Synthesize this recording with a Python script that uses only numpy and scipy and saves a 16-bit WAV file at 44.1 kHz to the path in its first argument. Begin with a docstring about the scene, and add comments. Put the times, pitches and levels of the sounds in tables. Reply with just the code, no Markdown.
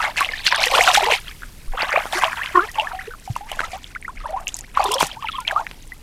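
"""Bubbles ring as hands and legs stir a shallow muddy pond: each pocket of air is a damped, gliding sine.
Sloshes are swarms of chance bubbles and fine spray over churning noise; pockets burst in short plops.
Drops fall back as bright noise ticks, and the mud squelches once, a ragged harmonic buzz.
A light breeze is low filtered noise with damped thumps on the microphone, beside a broadband hiss of
changing level; a thin insect buzz passes far off."""
import sys
import numpy as np
from scipy.fft import rfft, irfft, next_fast_len
from scipy.io import wavfile
from scipy.ndimage import map_coordinates

SR = 44100
rng = np.random.default_rng(int(sys.argv[2]) if len(sys.argv) > 2 else 0)


def transcribe(signal):
    """Save signal, clipped to [-1, 1], as a 16-bit WAV file at the path in sys.argv[1]."""
    frames = np.atleast_2d(signal).T
    limited = np.clip(frames, -1, 1)
    pcm = np.round(limited * 32767).astype(np.int16)
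    wavfile.write(sys.argv[1], SR, pcm)


N = 265482


def amp(db):
    """Decibels to linear gain."""
    return 10 ** (np.asarray(db) / 20)


def unit(x):
    """x scaled to rms 1."""
    return x / np.sqrt(np.mean(x ** 2) + 1e-20)


def curves(rows):
    """Each column after the time, interpolated to one value per sample."""
    time_s, *columns = np.transpose(rows)
    return [np.interp(np.arange(N) / SR, time_s, column) for column in columns]


def wobble(rate_hz):
    """Smooth random curve through normal knots, rate_hz knots a second."""
    knots = rng.standard_normal(int(N * rate_hz / SR) + 4)
    return map_coordinates(knots, [np.arange(N) * rate_hz / SR])


def filtered(x, response):
    """x times a gain that depends on frequency in Hz."""
    size = next_fast_len(N + 8192)
    spectrum = rfft(x, size) * response(np.fft.rfftfreq(size, 1 / SR))
    return irfft(spectrum, size)[..., :N]


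def coloured(x, points):
    """x shaped by (frequency [Hz], relative level [dB]) points on a log axis, then rms 1."""
    point_hz, point_db = np.transpose(points)
    return unit(filtered(x, lambda hz: amp(np.interp(np.log(hz + 1), np.log(point_hz), point_db))))


def overlay(start_s, waves):
    """Sum of the rows of waves, each placed at its start."""
    at = np.round(start_s * SR).astype(int).reshape(-1, 1) + np.arange(waves.shape[1])
    return np.bincount(at.ravel(), waves.ravel(), N + SR)[:N]


def rings(start_s, hz, peak_db, t60_s, glide_oct, attack_cycles, size):
    """Damped gliding sines of size samples, one per row; each is cut short before it has rung out."""
    t = np.arange(size) / SR
    columns = (start_s, hz, peak_db, t60_s, glide_oct)
    start_s, hz, peak_db, t60_s, glide_oct = (np.reshape(v, (-1, 1)) for v in columns)
    age = t / t60_s
    decay_db = -60 * age - 31 * np.clip(age / 0.46, 0, 3) ** 6
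    shape = (1 - np.exp(-t * hz / attack_cycles)) * amp(decay_db)
    shape = shape / shape.max(axis=1, keepdims=True)
    turns = hz * (t + np.log(2) * glide_oct * np.minimum(age, 1) * t / 2)
    return overlay(start_s, amp(peak_db) * shape * np.sin(2 * np.pi * turns))


def swarm(count, level_db, hz, octaves, cycles, spread_db, glide_oct, size):
    """Bubbles of chance pitch and time, each at the level in force when it forms; a few may stand out."""
    chance, normal = rng.random((count, 2)), rng.standard_normal((count, 3))
    at = (chance[:, 0] * N).astype(int)
    pitch_hz = np.clip((hz + np.zeros(N))[at] * 2 ** (octaves * normal[:, 0]), 300, 15000)
    t60_s = cycles * 2 ** (0.7 * normal[:, 1]) / pitch_hz
    size_db = -spread_db * np.log(1.01 - chance[:, 1])
    # rms near 1 at 0 dB: a damped sine holds about peak^2 * t60 / 28
    size_db = size_db - 10 * np.log10(np.sum(amp(2 * size_db) * t60_s) / 28 * SR / N)
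    glides_oct = glide_oct + 0.5 * normal[:, 2]
    return rings(at / SR, pitch_hz, level_db[at] + size_db, t60_s, glides_oct, 1.2, size)


def bursts(start_s, db, t60_s):
    """Decaying noise bursts, 500 samples (11 ms) at most."""
    t = np.arange(500) / SR
    noise = rng.standard_normal((len(start_s), 500))
    return overlay(start_s, noise * amp(db[:, None] - 60 * t / t60_s))


# puffs on the microphone: (time [s], frequency [Hz], peak level [dB], nominal t60 [ms])
PUFFS = [(1.676, 19.8, -16.5, 270), (3.3, 115, -16, 70), (4.161, 30.4, -30, 450), (5.025, 150, -27, 100)]
# rumble spectrum: (frequency [Hz], relative level [dB])
RUMBLE_SPECTRUM = [(12, -25), (20, 3.5), (114, -15.5), (252, -21), (500, -29), (650, -40), (1100, -120)]
# hiss spectrum: (frequency [Hz], relative level [dB])
HISS_SPECTRUM = [(180, 2), (300, -52), (494, -23), (1190, -3), (4990, -1), (6100, -5), (10700, -1.5),
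                 (16000, -3.5)]
# broadband hiss, rising and falling: (time [s], level [dB])
HISS_LEVEL = [(0.0, -50), (1.29, -46.5), (1.68, -51), (2.04, -43.5), (4.38, -61.5), (4.9, -53.5),
              (6.02, -54)]
# far thin buzz: (time [s], level [dB])
INSECT_LEVEL = [(3.8, -90), (3.95, -68), (4.66, -66), (4.68, -95)]
INSECT_HZ, INSECT_WIDTH_HZ = 9280, 250


def breeze():
    """Lumpy low rumble, thumping puffs and a hiss of changing level, with narrow-band insect noise."""
    time_s, hz, peak_db, t60_ms = np.transpose(PUFFS)
    puffs = rings(time_s, hz, peak_db, t60_ms / 1000, 0, 0.48, size=9000)
    rumble = amp(-41.0 + 0.74 * wobble(4.4)) * coloured(rng.standard_normal(N), RUMBLE_SPECTRUM)
    hiss = amp(curves(HISS_LEVEL)[0]) * coloured(rng.standard_normal(N), HISS_SPECTRUM)
    buzz = filtered(rng.standard_normal(N), lambda hz: np.exp(-((hz - INSECT_HZ) / INSECT_WIDTH_HZ) ** 2))
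    insect = amp(curves(INSECT_LEVEL)[0]) * unit(buzz)
    return puffs + rumble + hiss + insect


# air squeezed out of the mud: (time [s], mean pitch [Hz], gain [dB])
SQUELCH_PATH = [(2.525, 380.4, -110), (2.55, 370, -19.5), (2.575, 369, -16.5), (2.6, 335, -19),
                (2.612, 376, -27.5), (2.65, 452, -31.5), (2.68, 397, -100)]
# mean level of the pitch and its multiples, before the gain: (level [dB])
OVERTONES_DB = [-1, -11.5, -4, -6.5, -16.5]


def squelch():
    """A wet gap flaps open and shut: a short buzz of unsteady pitch, its upper overtones the most ragged."""
    hz, gain_db = curves(SQUELCH_PATH)
    turns = np.cumsum(hz * (1 + 0.022 * wobble(180))) / SR
    buzz = 0
    for k, level_db in enumerate(OVERTONES_DB, start=1):
        level = amp(level_db + 2.2 * k * wobble(160))
        buzz = buzz + level * np.sin(2 * np.pi * (k * turns + 0.035 * k * wobble(150)))
    return amp(gain_db) * buzz


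# clear drops: (time [s], level before the filter [dB])
DROP_TICKS = [(0.186, -30), (0.206, -16), (0.45, -21), (0.47, -17.5), (0.6578, -13), (0.8073, -17),
              (0.837, -14), (0.9482, -9), (1.0253, -22), (1.043, -19), (2.1855, -26), (2.7152, -26),
              (3.364, -27), (3.516, -24), (4.306, -33), (4.4066, -34), (4.4808, -22), (4.567, -21),
              (4.589, -20), (4.8407, -13.5), (4.918, -9.5), (4.941, -12), (5.003, -14.5), (5.025, -12),
              (5.0685, -16), (5.404, -25), (5.516, -27.5)]
TICK_HZ, TICK_WIDTH_OCT, TICK_T60_S = 7250, 0.7, 0.02
MIST_DB, MIST_SPREAD_DB = -61, 3.5


def drops():
    """A drop meeting the surface is a bright noise tick; tiny droplets of chance pitch tick throughout."""
    time_s, db = np.transpose(DROP_TICKS)
    ticks = filtered(bursts(time_s, db, TICK_T60_S),
                     lambda hz: np.exp(-(np.log2((hz + 1) / TICK_HZ) / TICK_WIDTH_OCT) ** 2 / 2))
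    mist = swarm(count=240, level_db=np.full(N, MIST_DB), hz=8500, octaves=0.5, cycles=14,
                 spread_db=MIST_SPREAD_DB, glide_oct=0, size=160)
    return ticks + mist


# pushes of a hand or leg: (full level from [s], hold [s], gurgle [dB], splash [dB], spray [dB])
PUSHES = [(0, 0.081, -31, -28, -41), (0.175, 0.064, -34, -25.5, -34.5), (0.28, 0.12, -46.5, -36, -48),
          (0.453, 0.029, -45.5, -22.5, -36.5), (0.513, 0.12, -31, -24, -45),
          (0.622, 0.058, -27.5, -23.5, -30.5), (0.717, 0.066, -23.5, -22.5, -29),
          (0.806, 0.098, -23, -21, -26.5), (0.94, 0.025, -49, -21, -24), (1, 0.11, -22, -24, -36.5),
          (1.118, 0.017, -48, -20, -27), (1.257, 0.056, -62, -41.5, -57), (1.41, 0.048, -64, -52.5, -53),
          (1.732, 0.047, -41.5, -44.5, -61), (1.796, 0.041, -30, -24.5, -44.5),
          (1.885, 0.12, -34.5, -27.5, -46.5), (2.024, 0.045, -39.5, -37, -41),
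          (2.127, 0.065, -33, -28, -31), (2.222, 0.03, -30.5, -21.5, -34.5), (2.28, 0.21, -49.5, -35, -47),
          (2.526, 0.15, -47, -39, -48), (2.758, 0.13, -37, -40, -48), (2.92, 0.15, -68, -43.5, -61),
          (3.247, 0.087, -73, -54, -48.5), (3.353, 0.0039, -44, -36, -40.5), (3.485, 0.095, -45, -41, -49),
          (3.592, 0.068, -39.5, -39, -44.5), (3.717, 0.042, -41, -41, -45.5),
          (3.832, 0.073, -79, -52, -52.5), (4.17, 0.047, -71, -47, -64), (4.247, 0.16, -42, -50, -75),
          (4.479, 0.011, -49.5, -46, -40), (4.525, 0.078, -56.5, -53, -48),
          (4.744, 0.0082, -55, -37.5, -70), (4.775, 0.088, -26.5, -36.5, -46.5),
          (4.862, 0.096, -24, -37.5, -41), (5.003, 0.036, -30.5, -27, -27.5),
          (5.09, 0.045, -46.5, -43.5, -69), (5.222, 0.18, -61, -42.5, -69),
          (5.474, 0.0035, -35.5, -25, -45), (5.499, 0.11, -34, -48, -53), (5.662, 0.086, -56, -53, -60)]
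# water left to itself: (gurgle [dB], splash [dB], spray [dB])
RIPPLE_LEVELS_DB = [-61.5, -57.5, -57]
RISE_S, SETTLE_DB_PER_S = 0.033, 357  # the rise is no longer than the hold


def stirring():
    """Drive of the three layers in dB: each push rises, holds and settles; powers add over the ripples."""
    t = np.arange(N) / SR
    power = amp(2 * np.array(RIPPLE_LEVELS_DB))[:, None] + 0 * t
    for full_s, hold_s, *layers_db in PUSHES:
        rise = np.clip((t - full_s) / min(RISE_S, hold_s) + 1, 0, 1) ** 2
        settle = amp(-SETTLE_DB_PER_S * np.maximum(t - full_s - hold_s, 0))
        power = power + amp(2 * np.array(layers_db))[:, None] * (rise * settle) ** 2
    return 10 * np.log10(power)


# median pitch of the small bubbles: (time [s], frequency [Hz])
SMALL_PITCH = [(0, 1884), (.45, 3260), (1.8, 2066), (2.33, 1710), (2.75, 2284), (4.75, 2220), (4.9, 3280),
               (5.4, 2650)]
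# spray spectrum: (frequency [Hz], relative level [dB])
SPRAY_SPECTRUM = [(1500, 3), (6000, 7), (12000, 3), (15000, -1), (16500, -20.5)]
# churn spectrum: (frequency [Hz], relative level [dB])
CHURN_SPECTRUM = [(400, -54.5), (800, -2), (1700, 3.5), (3400, 3), (4300, -20)]


def slosh():
    """Stirred water: clumps of large bubbles, small bubbles and fine spray over a little churning noise."""
    gurgle_db, splash_db, spray_db = stirring()
    clumps = wobble(70)
    gurgle = swarm(count=2300, level_db=gurgle_db + 2.2 * wobble(45), hz=870, octaves=0.33, cycles=26,
                   spread_db=3.2, glide_oct=0.2, size=1800)
    splash = swarm(count=4500, level_db=splash_db - 1 + 2.2 * clumps, hz=curves(SMALL_PITCH)[0],
                   octaves=0.46, cycles=30, spread_db=2.8, glide_oct=0.3, size=700)
    fizz = swarm(count=8000, level_db=2.3 * clumps, hz=6780, octaves=0.646, cycles=15.6,
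                 spread_db=0.0, glide_oct=0.08, size=160)
    spray = coloured(fizz + amp(1.8 * clumps) * rng.standard_normal(N), SPRAY_SPECTRUM)
    churn = amp(splash_db - 12 + clumps) * coloured(rng.standard_normal(N), CHURN_SPECTRUM)
    return gurgle + splash + amp(spray_db) * spray + churn


# pockets that burst at once: (time [s], frequency [Hz], peak level [dB], nominal t60 [ms])
BURST_POCKETS = [(0.1728, 2170, -14, 14), (0.2081, 1460, -4.5, 5.4), (0.2276, 2300, -7, 4.8),
                 (0.2466, 2880, -8, 6.5), (0.289, 2200, -14, 26), (0.464, 4350, -8, 15),
                 (.467, 2590, 0.5, 2.9), (.473, 4770, -1.5, 2.7), (0.525, 1790, -1.5, 5.9),
                 (0.545, 1660, -9.5, 16), (0.6389, 2530, 0, 5.6), (0.78, 3150, -7.5, 10),
                 (0.8761, 1490, -2.5, 17), (0.915, 3400, -4.5, 4.8), (.9487, 3630, -6.5, 15),
                 (0.952, 1440, -4, 7.1), (0.959, 1900, -3.5, 4), (1.086, 910, -7.5, 16),
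                 (1.123, 2680, -2.5, 5.9), (1.137, 2780, -7, 5.7), (1.281, 3300, -24, 20),
                 (1.421, 1490, -27, 12), (1.433, 1580, -20.5, 9.3), (1.821, 4640, -13, 9.4),
                 (1.81, 2770, -11.5, 11), (1.825, 2240, -12, 9.8), (1.8312, 860, -7.5, 5.7),
                 (1.892, 1190, -12, 16), (1.93, 1910, -8.5, 6.4), (2.0558, 930, -13.5, 3.5),
                 (2.1255, 3540, -14.5, 6), (2.2362, 1056, -2, 14), (2.2428, 3060, -4, 4.5),
                 (2.3312, 1560, -12.5, 8), (2.433, 2820, -18, 16), (2.4603, 3040, -12, 3),
                 (2.61, 3540, -22.5, 2.3), (2.7449, 2900, -27, 17), (2.7858, 3300, -17.5, 8.6),
                 (2.798, 2880, -7, 15), (2.809, 2880, -16, 11), (2.917, 1430, -21, 17),
                 (3.363, 1023, -11, 20), (3.516, 766, -19.5, 16), (3.5163, 3040, -18.5, 17),
                 (3.5924, 1540, -9, 13), (3.6053, 1630, -4, 1.94), (3.137, 1350, -25.5, 20),
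                 (3.843, 3400, -21.5, 7.6), (3.9504, 2200, -21, 15), (4.026, 2250, -25, 9.9),
                 (4.4705, 2830, -12.5, 11.6), (4.4807, 6680, -9.5, 3.3), (4.5431, 7130, -9.5, 3.6),
                 (4.609, 7340, -20, 3.7), (4.7726, 1144, -3, 21), (4.858, 3710, -19, 27),
                 (4.885, 3300, -23, 12), (4.914, 2900, -17.5, 26), (4.93, 3280, -15, 16),
                 (4.938, 3470, -14, 31), (4.943, 5420, -10, 14), (4.961, 3020, -26, 16),
                 (4.983, 3250, -14.5, 17), (5.0071, 1024, -7, 24), (5.008, 3400, -12.5, 13),
                 (5.018, 2430, -13.5, 12), (5.029, 960, 1, 2.4), (5.1143, 3240, -22, 24),
                 (5.225, 3070, -23, 4.8), (5.286, 2820, -11.5, 6.8), (5.272, 2250, -19.5, 15),
                 (5.3184, 3570, -24.5, 13), (5.328, 3480, -24, 22), (5.354, 3290, -24.5, 61),
                 (5.468, 2680, -26, 25), (5.479, 3240, -5.5, 11), (5.51, 1700, -11, 22),
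                 (5.6674, 2100, -12.5, 3.7), (5.713, 2470, -16.5, 0.96)]
PLOP_GLIDE_OCT = -0.34  # over t60
CRACK_DB, CRACK_T60_S = -13, 0.005  # level relative to the plop, before the filter
AFTER_S, AFTER_DB = 0.012, -9  # longest delay; smallest drop in level


def plops():
    """A bursting pocket tears its film in a noise crack, plops, and sets off two quieter pockets behind."""
    time_s, hz, peak_db, t60_ms = np.transpose(BURST_POCKETS)
    t60_s = t60_ms / 1000
    crack = filtered(bursts(time_s, peak_db + CRACK_DB, CRACK_T60_S),
                     lambda f: f / (f + 1500) * 5000 / (f + 5000))
    total = crack + rings(time_s, hz, peak_db, t60_s, PLOP_GLIDE_OCT, 0.95, size=1200)
    for delay, pitch, drop in rng.random((2, 3, len(time_s))):
        after_hz = hz * 2 ** (0.5 * pitch - 0.3)
        after_db = peak_db + AFTER_DB * (1 + drop)
        total = total + rings(time_s + AFTER_S * delay, after_hz, after_db, t60_s,
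                              PLOP_GLIDE_OCT, 0.92, size=1200)
    return total


# clearest bubbles: (time [s], frequency [Hz], peak level before flutter [dB], nominal t60 [ms],
# glide over t60 [octaves])
RINGING_BUBBLES = [(0, 1330, -22, 79, -1), (0.03, 1736, -15.5, 45, -1), (.0397, 719, -18, 89, 4.5),
                   (0.1899, 2420, -20, 20, 1), (0.211, 1104, -14, 88, 0), (0.3352, 1850, -17, 34, -0.2),
                   (0.5217, 933, -14, 103, 1.5), (.59, 654, -20, 130, 0), (0.6313, 3500, -12.5, 41, 6),
                   (0.6692, 1870, -10.5, 31, 0.2), (0.739, 972, -9.5, 84, 3.5), (0.7778, 875, -10, 43, 2.5),
                   (.8079, 1790, -5, 36, 3), (.8824, 775, -9.5, 115, -0.5), (0.899, 970, -9, 38, 1),
                   (0.9729, 753, -7, 54, 0.5), (1.024, 407, -20, 134, -0.2), (1.0277, 645, -10, 34, 2.5),
                   (1.034, 889, -12.5, 78, 1.4), (1.1, 652, -13, 40, -0.5), (1.7742, 1205, -16.5, 49, 2),
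                   (1.938, 498, -17.5, 150, 4), (1.9593, 984, -10, 19, 0.9), (1.961, 2000, -11.5, 37, 2.5),
                   (1.9738, 604, -15, 54, 3), (2.1315, 826, -14, 26, -0.6), (2.152, 347, -23.5, 140, 0.5),
                   (2.252, 657, -18.5, 115, 0), (2.4129, 1630, -19.5, 95, 2.5), (2.614, 1177, -22, 120, 1),
                   (2.6876, 1900, -22, 55, 0.1), (2.871, 1700, -18, 40, 0.3), (5.9197, 1960, -23, 50, 0.2),
                   (2.7825, 855, -14, 167, 0.4), (2.82, 627, -23.5, 76, 0.3), (2.832, 1010, -24, 150, 1.7),
                   (2.91, 825, -24.5, 84, 1.5), (2.9322, 750, -25.5, 340, 0.06),
                   (2.99, 1730, -21.5, 44, 1.5), (3.009, 1210, -24.5, 62, 5), (3.0714, 440, -31, 150, 0.5),
                   (3.108, 1436, -27, 84, 0.5), (3.2763, 820, -28.5, 120, -0.5),
                   (3.408, 780, -29.5, 230, 1), (3.633, 1230, -22.5, 79, 0.5), (3.732, 720, -19.5, 46, 0),
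                   (3.9586, 1280, -22.5, 43, 2), (4.047, 1650, -25.5, 58, 2.4),
                   (4.08, 1265, -21.5, 44, 1.5), (4.0906, 925, -22.5, 63, 1.5),
                   (4.1722, 2050, -29, 36, 1.5), (4.2383, 1043, -27, 130, 4.2), (4.256, 1007, -19, 62, -1),
                   (4.205, 1220, -35, 95, 0.5), (4.288, 585, -27, 380, 3), (4.3286, 670.4, -21.5, 173, 2),
                   (4.3635, 894, -21.5, 127, 2), (4.4866, 2580, -16, 22, 2), (4.6392, 1630, -31, 41, 2),
                   (4.795, 886, -10, 63, -1), (4.853, 422, -22.5, 99, -0.5), (4.885, 382, -20.5, 180, 1),
                   (4.9107, 917, -18, 120, 1.4), (4.935, 1040, -18, 45, 0.5), (5.168, 842, -34, 185, 3),
                   (5.2242, 1030, -21.5, 67, 1.4), (5.244, 940, -22.5, 80, -0.5),
                   (5.254, 3250, -29, 97, -2.5), (5.289, 1420, -14.5, 40, -0.6),
                   (5.335, 1060, -27.5, 340, 1.9), (5.3824, 1082, -23.5, 150, -0.9),
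                   (5.45, 2300, -25, 38, 0), (5.5615, 1126, -10.5, 122, 1.5), (5.595, 798, -17.5, 84, 2.1)]
FLUTTER_DB, WAVER_S = 3, 0.00016


def bubbles():
    """Trapped air rings at its size and glides as it moves; ripples shake its level and its path."""
    time_s, hz, peak_db, t60_ms, glide_oct = np.transpose(RINGING_BUBBLES)
    ringing = rings(time_s, hz, peak_db, t60_ms / 1000, glide_oct, 1.0, size=5500)
    fluttering = ringing * amp(FLUTTER_DB * wobble(170))
    return map_coordinates(fluttering, [np.arange(N) + WAVER_S * SR * wobble(90)])


def scene():
    """All sources, background first, as one channel."""
    return (breeze() + squelch() + drops() + slosh() + plops() + bubbles())[None]


LIMIT, TOP_HZ = 1.1, 16000


def record(dry):
    """Peaks bend softly towards the limit; the top treble fades and stops at the band limit."""
    held = dry / (1 + np.abs(dry / LIMIT) ** 6) ** (1 / 6)
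    return filtered(held, lambda hz: amp(-14 * (hz / TOP_HZ) ** 12) * (hz < TOP_HZ))


dry = scene()
out = record(dry)
transcribe(out)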